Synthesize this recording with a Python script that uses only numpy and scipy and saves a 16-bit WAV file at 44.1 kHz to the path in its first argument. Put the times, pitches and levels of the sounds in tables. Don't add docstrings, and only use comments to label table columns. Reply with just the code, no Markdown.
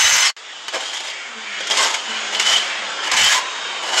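import sys
import numpy as np
from scipy import signal
from scipy.fft import rfft, irfft, next_fast_len
from scipy.io import wavfile
from scipy.ndimage import uniform_filter1d, minimum_filter1d, map_coordinates

SR = 44100
rng = np.random.default_rng(int(sys.argv[2]) if len(sys.argv) > 2 else 0)


def generate_wav(sig):
    pcm = np.round(np.clip(np.atleast_2d(sig).T, -1, 1) * 32767).astype(np.int16)
    wavfile.write(sys.argv[1], SR, pcm)


N = 176400

# (start [s], rise [s], hold [s], fall per 20 dB [s], level [dB],
# wall send [dB], ring send [dB], ring pitch [Hz])
TUBE_DRAGS = [(-.02, 0.0073, 0.27, 0.075, -14, -20, -14.5, 2975),
              (0.723, 0.024, 0.0089, 0.054, -25.5, 4, -9, 3040),
              (0.805, 0.0033, 0.096, 0.13, -36, -0.5, 1, 3130),
              (0.928, 0.0061, 0.04, 0.036, -29.5, -11, -7.5, 3250),
              (0.992, 0.071, 0.024, 0.06, -33.5, -5.5, -4, 3150),
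              (1.698, 0.0025, 0.065, 0.25, -24, -2.5, -25, 3200),
              (1.775, 0.021, 0.029, 0.14, -17, -4, -14, 3090),
              (1.934, 0.011, .004, 0.025, -19, -21, -32, 3320),
              (2.075, 0.016, 0.027, 0.28, -47.5, -17, 17.5, 2970),
              (2.315, 0.023, 0.023, 0.076, -30.5, 2, -2, 3000),
              (2.388, 0.015, 0.012, 0.15, -23, -17, 0, 2970),
              (2.439, 0.035, 0.059, 0.16, -18.5, -12, -2.5, 3100),
              (3.024, 0.018, 0.027, 0.088, -30, -7, 0, 2930),
              (3.114, 0.0023, 0.015, 0.1, -18.5, -6, -17, 3000),
              (3.161, 0.013, 0.047, 0.082, -14.5, -15, -9, 3020),
              (3.227, 0.017, 0.1, 0.053, -16.5, -22, -9, 3120),
              (3.32, 0.022, 0.044, 0.026, -21.5, -12.5, -14, 3120),
              (3.816, 0.034, 0.17, .1, -31.5, 4.5, -1, 2940),
              (3.909, 0.025, 0.022, 0.085, -26, 2, -1, 2950), (3.968, 0.012, .04, .1, -15.5, -27, -2, 2920)]
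# (time [s], level [dB], wall send [dB], ring send [dB])
COLLAR_CATCHES = [(0.681, -26, -3, -4), (0.804, -35, -14, 8), (1.003, -30.5, 1.5, -3), (1.099, -32, -19, 4),
                  (1.604, -33, 6.5, 6), (1.671, -24.5, -19, -11), (1.708, -22.5, 1.5, 10),
                  (1.716, -26, 0, 2), (1.772, -12.5, -7, -2), (1.826, -30, -11, 7),
                  (2.347, -29.5, -16, 10.5), (2.396, -13.5, -12.5, -8), (2.468, -30, -12, 3),
                  (2.576, -25, -2, -5.5), (3.073, -29.5, 7.5, -25), (3.116, -17.5, -7, -12),
                  (3.166, -21, -12, -26)]
CATCH_RISE_S, CATCH_HOLD_S, CATCH_FALL_S = 0.00033, 0.0051, 0.015
def tubes():
    out = np.zeros(N)
    for start, rise, hold, fall, db, *colour in TUBE_DRAGS:
        add(out, start, amp(db) * scrape(rise, hold, fall, *colour, size=28000))
    for start, db, *sends in COLLAR_CATCHES:
        ring_hz = min(TUBE_DRAGS, key=lambda drag: abs(drag[0] - start))[-1]
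        knock = scrape(CATCH_RISE_S, CATCH_HOLD_S, CATCH_FALL_S, *sends, ring_hz, size=5000)
        add(out, start, amp(db) * knock)
    return out


# (frequency [Hz], level [dB])
RUST_EQ = [(100, -22), (450, -32), (850, -3.5), (1700, -2), (2600, 0.5), (4000, -2.5), (5500, -1),
           (7200, -3), (8300, -6.5), (10000, -12), (11800, -3), (13000, -27)]
# (frequency [Hz], width [Hz], level [dB])
TUBE_MODES = [(1645, 80, 4.5), (2075, 110, 6), (3700, 48, -2), (5080, 30, -7.5), (6600, 82, 1)]
# (frequency [Hz], width [Hz], level [dB])
WALL_MODES = [(433, 28, -7), (538, 49, -6.5), (673, 68, -2), (780, 96, -5), (892, 53, 1.5), (1000, 33, 0.5),
              (1540, 52, -2)]
# (ratio to ring pitch [x], width [Hz], level [dB])
RING_MODES = [(0.683, 70, -9), (1.002, 118, 11), (1.16, 110, -4), (1.36, 69.6, -6.5), (1.53, 65, -6),
              (1.83, 85, -10)]
# (frequency [Hz], gain [dB])
RADIATION_EQ = [(60, -28), (300, -2), (7500, 0.5), (10000, -10.5), (12000, -19.5), (15000, -20)]
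GRAINS_PER_S, GRAIN_SPREAD_DB, GRAIN_DB, TUBE_SEND_DB = 1200, 7, -3, -10
JUDDER_HZ, JUDDER_DB, LURCH_HZ, LURCH_DB = 172, 0.25, 90, 1.4
def scrape(rise, hold, fall, wall_db, ring_db, ring_hz, size):
    hits = rng.random(size) < GRAINS_PER_S / SR
    strength = amp(GRAIN_SPREAD_DB * np.clip(rng.standard_normal(size), -2, 2))
    grains = hits * strength * rng.choice([-1, 1], size)
    rubbing = patchy_noise(3.5, size, window=1024)
    pressure_db = JUDDER_DB * wobble(JUDDER_HZ, size) + LURCH_DB * wobble(LURCH_HZ, size)
    force = envelope(np.arange(size) / SR, rise, hold, fall)
    friction = (rubbing + amp(GRAIN_DB) * unit(grains)) * amp(pressure_db) * force
    ring = contact_modes([(ratio * ring_hz, width, db) for ratio, width, db in RING_MODES])
    paths = [(0, eq(RUST_EQ)), (TUBE_SEND_DB, contact_modes(TUBE_MODES)),
             (wall_db, contact_modes(WALL_MODES)), (ring_db, ring)]
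    body = sum(amp(db) * unit(filtered(friction, path)) for db, path in paths)
    return np.sqrt(np.mean(force ** 2)) * filtered(body, eq(RADIATION_EQ))


def contact_modes(modes, spread_db=3):
    bank = [(hz, width, amp(db + spread_db * rng.uniform(-0.88, 1))) for hz, width, db in modes]
    return lambda f: sum(gain * 1j * f * width / (hz * hz - f * f + 1j * f * width)
                         for hz, width, gain in bank)


# (time [s], pitch [Hz], level [dB])
SQUEAL_GLIDE = [(0, 6250, -21), (.048, 6190, -17.5), (.074, 6220, -27), (.095, 6240, -21.5),
                (.143, 6120, -16.5), (.176, 6160, -50), (.205, 6170, -20), (.24, 6040, -23),
                (.262, 5440, -22), (.278, 5230, -23.5), (.29, 4500, -18), (.3, 4390, -26), (.33, 4200, -61)]
def squeal():
    return glide(SQUEAL_GLIDE)


# (start [s], hold [s], pitch [Hz], level [dB])
MODE_SQUEAKS = [(0, 0.069, 3880, -23.5), (1.075, 0.028, 5060, -36.5), (1.814, 0.016, 7800, -33),
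                (2.45, 0.11, 3005, -20.5), (3.239, 0.038, 3060, -18.5), (3.288, 0.031, 1660, -22.5),
                (3.341, 0.043, 997, -23)]
def squeaks(jitter_hz=36):
    out = np.zeros(N)
    t = np.arange(SR // 4) / SR
    for start, hold, hz, db in MODE_SQUEAKS:
        screech = trembling_sine(hz, jitter_hz / hz, rate=260, size=len(t))
        screech *= amp(2.5 * wobble(160, len(t)))
        add(out, start, amp(db) * envelope(t, rise=0.0078, hold=hold, fall=0.019) * screech)
    return out


# (start [s], hold [s], level [dB])
RUST_SIZZLES = [(0, 0.23, -34), (3.18, .19, -37)]
def sizzle():
    t = np.arange(N) / SR
    hiss = unit(filtered(rng.standard_normal(N), lambda hz: hz > 10500))
    level = sum(amp(db) * envelope(t - start, CATCH_RISE_S, hold, CATCH_FALL_S)
                for start, hold, db in RUST_SIZZLES)
    return hiss * amp(3.7 * wobble(LURCH_HZ)) * level


# (start [s], hold [s], level [dB])
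WALL_BUMPS = [(0, 0.03, -41.5), (0.103, 0.033, -40.5), (1.76, 0.037, -56), (2.506, 0.017, -50),
              (3.123, 0.11, -40.5), (3.967, .03, -48)]
# (frequency [Hz], level [dB])
BUMP_EQ = [(20, -20), (45, 11), (220, 0), (400, -14), (1000, -79)]
def wall_bumps():
    t = np.arange(N) / SR
    level = sum(amp(db) * envelope(t - start, rise=0.029, hold=hold, fall=0.054)
                for start, hold, db in WALL_BUMPS)
    return rush(BUMP_EQ, patchy_db=4) * level


# (frequency [Hz], time to fall 60 dB [s])
ROOM_DECAY = [(200, 0.36), (2000, 0.28), (10000, 0.15)]
ROOM_SEND_DB = -9
def room(x):
    hz, t, spectrum = signal.stft(rng.standard_normal(SR // 2), SR, nperseg=256)
    decay = amp(-60 * t / along(ROOM_DECAY, hz)[:, None])
    tail = signal.istft(spectrum * decay, SR, nperseg=256)[1]
    return signal.fftconvolve(x, tail / np.linalg.norm(tail))[:N]


# (time [s], hiss [dB], low mids [dB], 2 kHz band [dB])
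SHOP_FADERS = [(0.368, -39, -48, -54), (.5, -35.5, -43, -38.5), (.68, -34, -44.5, -81),
               (.88, -29.5, -49, -56), (1.15, -32, -42.5, -33), (1.36, -35.5, -37, -40.5),
               (1.55, -31, -36, -29), (1.75, -24.5, -37.5, -35.5), (2.02, -28.5, -36, -40),
               (2.159, -27.5, -33, -28.5), (2.3, -27, -32, -38), (2.7, -27, -31, -26),
               (2.82, -29, -30, -29), (2.949, -28.5, -29.5, -41.5), (3.1, -28.5, -31, -24),
               (3.5, -28.5, -31, -36), (3.8, -29, -31, -36), (4, -33, -33, -38)]
# (frequency [Hz], level [dB])
HISS_EQ = [(50, -39.5), (300, -12.5), (700, -7), (1600, -3), (2500, -1.5), (3150, 5), (3650, -0.5),
           (4100, -5.5), (5000, -4.5), (5900, -9), (6900, -5), (8000, -14.5), (9200, -26.5), (11000, -80)]
# (frequency [Hz], level [dB])
LOW_MID_EQ = [(40, -41), (200, -19), (400, -5), (650, 0), (1100, 1.5), (1550, 5), (2200, -17), (9000, -63)]
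# (frequency [Hz], level [dB])
BITE_EQ = [(1200, -47), (1700, -0.5), (2200, 4.5), (3600, -12.5), (9000, -59)]
def workshop():
    bands = zip(curves(SHOP_FADERS), (HISS_EQ, LOW_MID_EQ, BITE_EQ))
    return sum(amp(db) * rush(band_eq, patchy_db=3.3) for db, band_eq in bands)


# (start [s], length [s], first pitch [Hz], last pitch [Hz], level [dB])
DRONE_NOTES = [(1.25, 0.56, 252.3, 193.8, -52.5), (2.045, 0.76, 225.3, 205.7, -49),
               (2.74, 0.315, 234.6, 190.6, -52)]
DRONE_SAG, DRONE_OCTAVE_DB = 1.94, -0.5
def drone():
    out = np.zeros(N)
    for start, length, first_hz, last_hz, db in DRONE_NOTES:
        progress = np.minimum(np.arange(SR) / SR / length, 1)
        hz = last_hz + (first_hz - last_hz) * np.exp(-DRONE_SAG * progress) * (1 - progress)
        phase = 2 * np.pi * np.cumsum(hz * (1 + .01 * wobble(30, SR))) / SR
        note = np.sqrt(2) * (np.sin(phase) + amp(DRONE_OCTAVE_DB) * np.sin(2 * phase))
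        swell = np.sin(np.pi * np.sqrt(progress))
        add(out, start, amp(db + 3.8 * wobble(33.5, SR)) * swell * note)
    return out


# (time [s], pitch [Hz], level [dB])
WHINE_GLIDE = [(3.3, 3820, -55), (3.45, 3765, -38), (3.62, 3720, -35.5), (3.76, 3710, -37),
               (3.9, 3630, -44)]
def whine():
    return glide(WHINE_GLIDE)


def amp(db):
    return 10 ** (np.asarray(db) / 20)


def unit(x):
    return x / np.sqrt(np.mean(x ** 2) + 1e-20)


def along(points, hz):
    freqs, values = np.transpose(points)
    return np.interp(np.log(hz + 1), np.log(freqs + 1), values)


def eq(points):
    return lambda hz: amp(along(points, hz))


def curves(rows):
    times, *columns = np.transpose(rows)
    return [np.interp(np.arange(N) / SR, times, column) for column in columns]


def wobble(rate, size=N):
    knots = rng.standard_normal(size // 8 + 8)
    return map_coordinates(knots, [np.arange(size) * rate / SR], mode="mirror")


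def filtered(x, response):
    padded = next_fast_len(len(x) + 8192)
    return irfft(rfft(x, padded) * response(np.fft.rfftfreq(padded, 1 / SR)), padded)[:len(x)]


def patchy_noise(patchy_db, size, window):
    spectrum = signal.stft(rng.standard_normal(size), nperseg=window)[2]
    patches = uniform_filter1d(rng.standard_normal(spectrum.shape), 3, axis=0)
    patches = uniform_filter1d(patches, 6, axis=1)
    spectrum *= amp(patchy_db * np.clip(unit(patches), -2, 2))
    return unit(signal.istft(spectrum, nperseg=window)[1][:size])


def rush(points, patchy_db):
    return unit(filtered(patchy_noise(patchy_db, N, window=2048), eq(points)))


def trembling_sine(hz, jitter, rate, size=N):
    pitch = hz * (1 + jitter * wobble(rate, size))
    return np.sqrt(2) * np.sin(2 * np.pi * np.cumsum(pitch) / SR)


def glide(rows):
    hz, db = curves(rows)
    t = np.arange(N) / SR
    tone = trembling_sine(hz, jitter=.0028, rate=300) * amp(1.5 * wobble(120))
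    return tone * amp(db) * (t >= rows[0][0]) * (t < rows[-1][0])


def envelope(t, rise, hold, fall):
    return np.clip(t / rise, 0, 1) * amp(-20 * np.maximum(t - rise - hold, 0) / fall)


def add(track, start, x):
    i = round(start * SR)
    x = x[max(-i, 0):N - i]
    track[max(i, 0):][:len(x)] += x


def scene():
    near = tubes() + squeaks() + squeal() + sizzle()
    return (near + amp(ROOM_SEND_DB) * room(near) + wall_bumps() + workshop() + drone() + whine())[None]


# (frequency [Hz], gain [dB])
TOP_EQ = [(12200, 0), (13000, -5), (15800, -10)]
FADE_AT_S, RESUME_AT_S, FADE_DB_PER_S, GAP_FLOOR_DB = 0.303, 0.3653, 1094, -42
CEILING, LIMITER_S, TOP_CUT_HZ = .7, .004, 15800
def record(dry):
    t = np.arange(N) / SR
    fade_db = np.clip(-FADE_DB_PER_S * (t - FADE_AT_S), GAP_FLOOR_DB, 0)
    x = dry[0] * amp(np.where(t < RESUME_AT_S, fade_db, 0))
    span = round(LIMITER_S * SR)
    peak_gain = CEILING / np.maximum(abs(x), CEILING)
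    x = x * uniform_filter1d(minimum_filter1d(peak_gain, span), span)
    return filtered(x, lambda hz: eq(TOP_EQ)(hz) * (hz < TOP_CUT_HZ))[None]


dry = scene()
out = record(dry)
generate_wav(out)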